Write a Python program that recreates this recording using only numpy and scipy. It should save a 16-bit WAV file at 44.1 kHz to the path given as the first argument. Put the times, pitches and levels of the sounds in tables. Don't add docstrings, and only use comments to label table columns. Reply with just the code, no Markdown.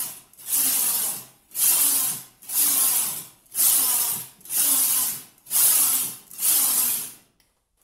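import sys
import numpy as np
from scipy import signal
from scipy.fft import rfft, irfft
from scipy.io import wavfile
from scipy.ndimage import uniform_filter1d

SR = 44100
rng = np.random.default_rng(int(sys.argv[2]) if len(sys.argv) > 2 else 0)


def wrap_up_sound(samples):
    columns = np.atleast_2d(samples).T
    tamed = np.clip(columns, -1, 1)
    steps = np.round(tamed * 32767).astype(np.int16)
    wavfile.write(sys.argv[1], SR, steps)


N = 345347
TIME = np.arange(N) / SR
CAM_RISE_S = .0048

# cam bite in seconds, creep before it in seconds; second cam,
# end of run-up and let-go in seconds after it; let-go softness in seconds; base force, creep force and
# purr offset in dB.
PUSHES = [(-.5, 0.025, .04, 0.072, 0.54, 0.042, -21.5, -60, 1),
          (.462, 0.071, .063, 0.091, .67, 0.045, -20, -43, 1),
          (1.552, .036, 0.13, 0.089, .55, 0.039, -20, -48, 1),
          (2.49, 0.05, 0.086, .12, 0.65, 0.065, -19, -43, 1),
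          (3.545, .03, .059, 0.082, .6, .045, -19.5, -49, -0.5),
          (4.498, .04, 0.091, .1, .61, 0.039, -19.5, -42.5, 1.5),
          (5.507, .038, .032, .072, .54, .047, -19.5, -45, 1),
          (6.384, 0.046, 0.056, 0.089, .62, 0.055, -19.5, -41, 1.5)]


def gain_of(db):
    return 10 ** (np.asarray(db) / 20)


def unit_rms(x):
    return x / np.sqrt(np.mean(x ** 2) + 1e-20)


def lookup(points, hz):
    f, value = np.transpose(points)
    return np.interp(np.log(hz + 1), np.log(f + 1), value)


def wander(rate_hz, hop=32):
    t = TIME[::hop]
    hz = np.fft.rfftfreq(len(t), hop / SR)
    slow = irfft(rfft(rng.standard_normal(len(t))) / (1 + (hz / rate_hz) ** 4), len(t))
    return unit_rms(np.interp(TIME, t, slow))


def coloured(x, spectrum, size=4096):
    hz = abs(np.fft.fftfreq(size, 1 / SR))
    log_gain = np.log(gain_of(np.maximum(lookup(spectrum, hz), -100)))
    taps = np.fft.ifft(np.exp(np.conj(signal.hilbert(log_gain)))).real[:size // 2]
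    return signal.oaconvolve(x, taps / np.linalg.norm(taps))[:N]


def swells(rows, height):
    return sum(height(db) * np.exp(-np.minimum(((TIME - centre_s) / width_s) ** 2, 50))
               for centre_s, db, width_s in rows)


def ringing(t60_s, ring_db):
    t = TIME[:SR // 6]
    modes = (rng.standard_normal(len(t)) * gain_of(-60 * t / t60_s))[t < t60_s]
    taps = gain_of(ring_db) * modes / np.linalg.norm(modes)
    taps[0] += 1
    return taps / np.linalg.norm(taps)


def along_bed(x, travel, response, count, group):
    responses = [response() for _ in range(count)]
    place, out = travel / group, np.zeros(N)
    for k in range(int(place[-1]) + 2):
        a, b = np.searchsorted(place, [k - 1, k + 1])
        fade = np.sqrt(1 - abs(place[a:b] - k))
        part = signal.fftconvolve(x[a:b] * fade, responses[k % count])[:N - a]
        out[a:a + len(part)] += part
    return out


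def stroke(leftward, speeds, bite_s, creep_s, cam_s, run_up_s, let_go_s, soft_s,
           base_db, creep_db, purr_offset_db):
    catch_db_per_s, release_db_per_s, purr_release_db_per_s = 1200, 177, 165.5
    usual_hz, force_db_per_octave, coast_decay_s = 280.75, 9, .21
    t = TIME - bite_s
    to_go = np.clip(1 - t / run_up_s, 0, 1)
    slid = np.clip((t - run_up_s) / (let_go_s - run_up_s), 0, 1)
    coast_s = soft_s * np.logaddexp(0, (t - let_go_s) / soft_s)
    braking_s = np.maximum(TIME - speeds[-1][0], 0)
    pace_hz = np.interp(TIME, *np.transpose(speeds))
    speed_hz = pace_hz * (1 - .35 * to_go ** 2) * np.exp(-braking_s / coast_decay_s)

    before_bite_db = catch_db_per_s * np.maximum(-t, 0)
    one_cam_db = .5 * np.clip((cam_s - t) / CAM_RISE_S, 0, 1)
    pace_db = force_db_per_octave * np.log2(pace_hz / usual_hz)
    drive_db = base_db + pace_db - one_cam_db - 17.5 * to_go ** 1.68
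    slack_db = creep_db - catch_db_per_s * np.maximum(-t - creep_s, 0)
    force_db = np.maximum(drive_db - before_bite_db, slack_db) - release_db_per_s * coast_s

    onset_db = before_bite_db + 50 * to_go + 6 * np.maximum(1 - slid / .22, 0)
    sag_db = 9 * slid + purr_release_db_per_s * coast_s
    purr_db = -45 + purr_offset_db - onset_db - sag_db
    leftness = slid if leftward else 1 - slid
    return np.array([force_db, speed_hz, leftness, purr_db])


def carriage_motion():
    # time in seconds, pace in needles per second.
    speeds = [
        [(0, 260), (.08, 224)],
        [(.55, 285), (.7, 262), (.8, 245), (.93, 236), (1.03, 217), (1.15, 184)],
        [(1.65, 353), (1.8, 296), (1.96, 267), (2.1, 247)],
        [(2.62, 295), (2.77, 261), (2.86, 266), (3.04, 220), (3.16, 183)],
        [(3.66, 322), (3.84, 260), (3.93, 244), (4.07, 235), (4.14, 211)],
        [(4.6, 302), (4.74, 267), (4.89, 253), (4.98, 260), (5.07, 228), (5.15, 213)],
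        [(5.61, 354), (5.72, 315), (5.8, 294), (5.87, 260), (5.97, 264), (6.07, 234)],
        [(6.47, 316), (6.56, 306), (6.66, 254), (6.81, 252), (6.95, 220), (7.02, 217)],
    ]
    controls = stroke(False, speeds[0], *PUSHES[0])
    for k in range(1, len(PUSHES)):
        new = stroke(k % 2 == 1, speeds[k], *PUSHES[k])
        controls = np.where(new[0] > controls[0], new, controls)
    return controls


def snags():
    # start in seconds, force change in dB, easing time in seconds.
    catches = [(.165, 9.5, 0.023), (.405, 3, 0.012), (1.16, 4.5, 0.029), (1.62, -0.5, 0.055),
               (2.49, 6.5, 0.013), (3.16, 6, 0.15), (3.645, 2, 0.023), (4.2, 7, 0.015)]
    return sum(db * np.clip((TIME - start_s) / CAM_RISE_S, 0, 1) * np.exp(-abs(TIME - start_s) / ease_s)
               for start_s, db, ease_s in catches)


def needle_blows(travel, scatter_s, uneven_db, scrape_db, cams=5):
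    blows = np.zeros(N)
    for cam_offset in rng.random(cams):
        at = np.flatnonzero(np.diff(np.floor(travel + cam_offset)))
        late, force = rng.standard_normal((len(at), 2)).T
        at = np.clip(at + np.round(late * scatter_s * SR).astype(int), 0, N - 1)
        np.add.at(blows, at, gain_of(uneven_db * np.minimum(force, 1)) * rng.choice([-1, 1], len(at)))
    drive = unit_rms(blows) + gain_of(scrape_db) * rng.standard_normal(N)
    running_rms = np.sqrt(abs(uniform_filter1d(drive ** 2, size=4096)) + 1e-9)
    return drive / running_rms


def needles(blows, travel, force_db):
    # frequency in Hz, relative level in dB.
    steel_spectrum = [(2800, -40), (4500, -18), (5600, -13.5), (7000, -9), (8700, -5.8), (9600, -1.6),
                      (11000, 0), (12000, -1.4), (14000, -5.7), (15700, -10.5)]
    rings = along_bed(blows, travel, lambda: ringing(t60_s=.016, ring_db=4.5), count=200, group=3)
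    return unit_rms(coloured(rings, steel_spectrum)) * gain_of(force_db - 1 + .43 * wander(22))


def rattle_drive(force_db, leftness):
    # centre in seconds, rattle change in dB, width in seconds.
    leans = [(.69, 3, .06), (1.79, 0, .06), (2.62, 0.5, .035), (5.76, -0.5, .06)]
    return .77 * (force_db + 17) + .5 * np.sin(np.pi * leftness) + swells(leans, float)


def carriage_plates(blows, travel, level_db):
    # frequency in Hz, relative level in dB.
    plate_spectrum = [(250, -29.5), (400, -6), (600, -8.5), (760, -1), (1100, -2), (1400, -2.5), (1900, -5),
                      (2400, -2), (2850, -1), (3600, -5.5), (4500, -9), (5400, -2), (7000, -37),
                      (11000, -54.5)]
    rings = along_bed(blows, travel, lambda: ringing(t60_s=.028, ring_db=9.5), count=150, group=4)
    return unit_rms(coloured(rings, plate_spectrum)) * gain_of(level_db + .4 * wander(30))


def treble_chatter(travel, tone_db, low_hz=2700, high_hz=6900, t60_s=.12, max_onsets=2400, tones=2):
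    t = TIME[:SR // 8]
    decay = gain_of(-60 * t / t60_s)
    out = np.zeros(N + len(t))
    onsets = np.flatnonzero(np.diff(np.floor(travel)))
    pitches_hz = rng.uniform(low_hz, high_hz, (max_onsets, tones, 1))
    for at, hz in zip(onsets, pitches_hz):
        out[at:at + len(t)] += gain_of(tone_db[at]) * decay * np.sin(2 * np.pi * hz * t).sum(0)
    return out[:N]


def bed_rumble(blows, level_db):
    # frequency in Hz, relative level in dB.
    bed_spectrum = [(30, -35), (70, -11), (100, -4.5), (128, 3.5), (155, -4), (185, 1.5), (230, -2.5),
                    (290, 1.5), (380, -1.5), (480, -10.5), (650, -5), (1100, -47)]
    return unit_rms(coloured(blows, bed_spectrum)) * gain_of(level_db)


def purr(travel, speed_hz, level_db):
    # frequency in Hz, gain in dB.
    frame_response = [(80, 0), (130, 2), (180, 0), (220, -4), (245, -6), (272, 3), (300, -3), (340, -7.5),
                      (430, -5), (540, -12), (650, -12), (790, -8.5), (880, -8), (960, -5.5), (1040, -3.5),
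                      (1140, -6.5), (1400, -9.5), (1600, -16)]
    harmonics_db = [0, 0, -2.5, 0, -2.5]
    # centre in seconds, base level in dB, width in seconds.
    whines = [(.03, -41, .06), (.89, -39.5, .09), (1.06, -40, .06), (1.8, -38.5, .1), (2.01, -40, .1),
              (2.84, -39, .12), (3.08, -38.5, .055), (3.86, -37, .11), (4.04, -39, .08), (4.76, -41.5, .09),
              (4.98, -43, .07), (5.67, -39.5, .07), (5.84, -38.5, .12), (6.63, -39.5, .06),
              (6.81, -42, .08)]
    purr_gain, whine_gain = gain_of(level_db), swells(whines, gain_of)
    cycles = travel + .035 * wander(20)
    tone = np.zeros(N)
    for k, harmonic_db in enumerate(harmonics_db, 1):
        phase = k * cycles + .014 * k * wander(60)
        gain = gain_of(harmonic_db + lookup(frame_response, k * speed_hz) + 3 * wander(30))
        tone += gain * (purr_gain if k < 3 else whine_gain) * np.cos(2 * np.pi * phase)
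    return tone * np.clip(speed_hz / 200, 0, 1) ** 3


def table_judders():
    # centre in seconds, level in dB, width in seconds.
    judders = [(0.079, -53, 0.047), (0.409, -77, 0.042), (1.17, -46.5, 0.054), (2.14, -43, 0.047),
               (2.44, -58.5, 0.029), (3.15, -47, 0.1), (4.165, -42.5, 0.049), (4.41, -57, 0.049),
               (5.15, -50.5, 0.092), (6.075, -44.5, 0.05), (6.33, -59, 0.038), (7.01, -49, 0.054)]
    spectrum_hz_db = [(80, -41), (125, -5.5), (165, .5), (210, -6), (280, -13.5), (420, -13), (800, -57)]
    return swells(judders, gain_of) * coloured(rng.standard_normal(N), spectrum_hz_db)


def table_boom(jolts, slide_db, jolt_db, hz, t60_s):
    t = TIME[:SR]
    mode = np.sin(2 * np.pi * hz * t) * gain_of(-60 * t / t60_s)
    drive = gain_of(slide_db) * rng.standard_normal(N) + gain_of(jolt_db) * jolts
    return signal.oaconvolve(drive, mode / np.linalg.norm(mode))[:N]


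def clicks_and_ticks(rise_s=.0016, decay_s=.003):
    # start in seconds, ring and knock in relative dB.
    snaps = [(0.334, -34, -60), (.375, -39, -55), (1.512, -36, -51), (2.42, -34.5, -60), (2.43, -29, -56.5),
             (3.457, -40.5, -67), (3.464, -38, -67), (3.497, -44, -53), (3.521, -34.5, -52),
             (4.406, -36, -68), (4.411, -35, -58), (4.442, -38, -57), (4.452, -25.5, -59.5),
             (5.379, -37, -59), (5.466, -42.5, -56), (5.488, -35, -52), (6.267, -37, -65),
             (6.277, -35, -62), (6.303, -32, -60), (6.312, -26.5, -55.5), (6.334, -24.5, -53),
             (7.4, -48.5, -42.5), (7.815, -44, -59)]
    # frequency in Hz, relative level in dB.
    ring_spectrum = [(1000, -35), (3000, -25), (6000, -8), (9000, -2), (11000, 3), (13000, -2), (16000, -9)]
    knock_spectrum = [(40, -11), (130, 2.5), (300, 0), (600, 0), (1500, -1), (2100, 10), (2700, 5),
                      (3300, 8), (4400, 2), (5500, 10), (6600, -8), (14000, -6)]
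    t = TIME[:SR // 20]
    envelope = np.minimum(t / rise_s, 1) * np.exp(-t / decay_s)
    bright, dull = np.zeros((2, N + len(t)))
    for start_s, ring_db, knock_db in snaps:
        chatter = envelope * rng.standard_normal(len(t))
        chatter /= np.linalg.norm(chatter)
        at = round(start_s * SR)
        bright[at:at + len(t)] += gain_of(ring_db) * chatter
        dull[at:at + len(t)] += gain_of(knock_db) * chatter
    clicks = coloured(bright, ring_spectrum) + coloured(dull, knock_spectrum)
    return gain_of(13) * signal.oaconvolve(clicks, ringing(t60_s=.16, ring_db=-7))[:N]


def noise_bursts(rows, spectrum, rise_s=.0077):
    envelope = np.zeros(N)
    for start_s, db, decay_s in rows:
        t = TIME - start_s
        envelope += gain_of(db) * np.clip(t / rise_s, 0, 1) * np.exp(-abs(t) / decay_s)
    return envelope * coloured(rng.standard_normal(N), spectrum)


def soft_hiss():
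    # start in seconds, level in dB, decay time in seconds.
    bursts = [(7.398, -67, 0.16), (7.768, -68, 0.12)]
    # frequency in Hz, relative level in dB.
    hiss_spectrum = [(200, 12), (1000, 13), (1450, 4), (2000, 4.5), (2600, 6), (3500, 8), (5600, 4),
                     (6600, 3), (11000, 15.5), (15000, -7)]
    return noise_bursts(bursts, hiss_spectrum)


def card_rustles():
    # start in seconds, level in dB, decay time in seconds.
    rustles = [(7.49, -68, 0.017), (7.562, -66.5, 0.021), (7.79, -69, .05)]
    # frequency in Hz, relative level in dB.
    card_spectrum = [(200, -7.5), (700, -2), (1200, -2), (1700, -11), (2400, -13), (7000, -17),
                     (14000, -22)]
    return noise_bursts(rustles, card_spectrum)


def room_air(level_db):
    # frequency in Hz, relative level in dB.
    air_spectrum = [(20, 6), (45, 15), (100, 2), (250, -12.5), (600, -28), (2000, -27.5), (10000, -19.5),
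                    (16000, -36)]
    return gain_of(level_db) * coloured(rng.standard_normal(N), air_spectrum)


def room_tail():
    # frequency in Hz, T60 in seconds.
    decay_times = [(125, 0.93), (500, 0.75), (1000, 0.68), (2000, 0.61), (6000, 0.41), (11000, 0.29),
                   (16000, 0.18)]
    hz, t, noise = signal.stft(rng.standard_normal(SR // 2), SR, nperseg=256)
    decay = gain_of(-60 * t / lookup(decay_times, hz)[:, None])
    taps = signal.istft(noise * decay, SR)[1]
    return taps / np.linalg.norm(taps)


def scene():
    stroke_db, speed_hz, leftness, purr_db = carriage_motion()
    push_db = stroke_db + snags()
    held = TIME < PUSHES[-1][0]
    force_db = np.where(held, np.maximum(push_db, -61.5), push_db)
    speed_hz = speed_hz * (1 + .007 * wander(9))
    travel = np.cumsum(speed_hz) / SR
    rattle_db = rattle_drive(force_db, leftness)
    bed_db = -52.5 + .36 * (push_db + 17) + (leftness - .5)

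    blows = needle_blows(travel, scatter_s=.0004, uneven_db=2.5, scrape_db=-2)
    rattle = carriage_plates(blows, travel, rattle_db - 38) + treble_chatter(travel, rattle_db - 39.3)
    clatter = needles(blows, travel, force_db) + rattle + bed_rumble(blows, bed_db)
    clatter += clicks_and_ticks() + soft_hiss() + card_rustles()
    tone = purr(travel, speed_hz, purr_db)
    jolts = table_judders()
    boom = table_boom(jolts, slide_db=bed_db - 10.5, jolt_db=-30, hz=128.9, t60_s=.32)
    air = room_air(level_db=-73.5)
    radiated = clatter + gain_of(1.5) * tone
    reverb = along_bed(radiated, travel, room_tail, count=40, group=10)
    return np.tile(clatter + tone + jolts + boom + air + gain_of(-6) * reverb, (2, 1))


def record(dry):
    edge_hz = 15750
    taps = signal.firwin(1501, edge_hz, window=("kaiser", 9), fs=SR)
    return signal.oaconvolve(dry, taps[None], "same")


dry = scene()
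out = record(dry)
wrap_up_sound(out)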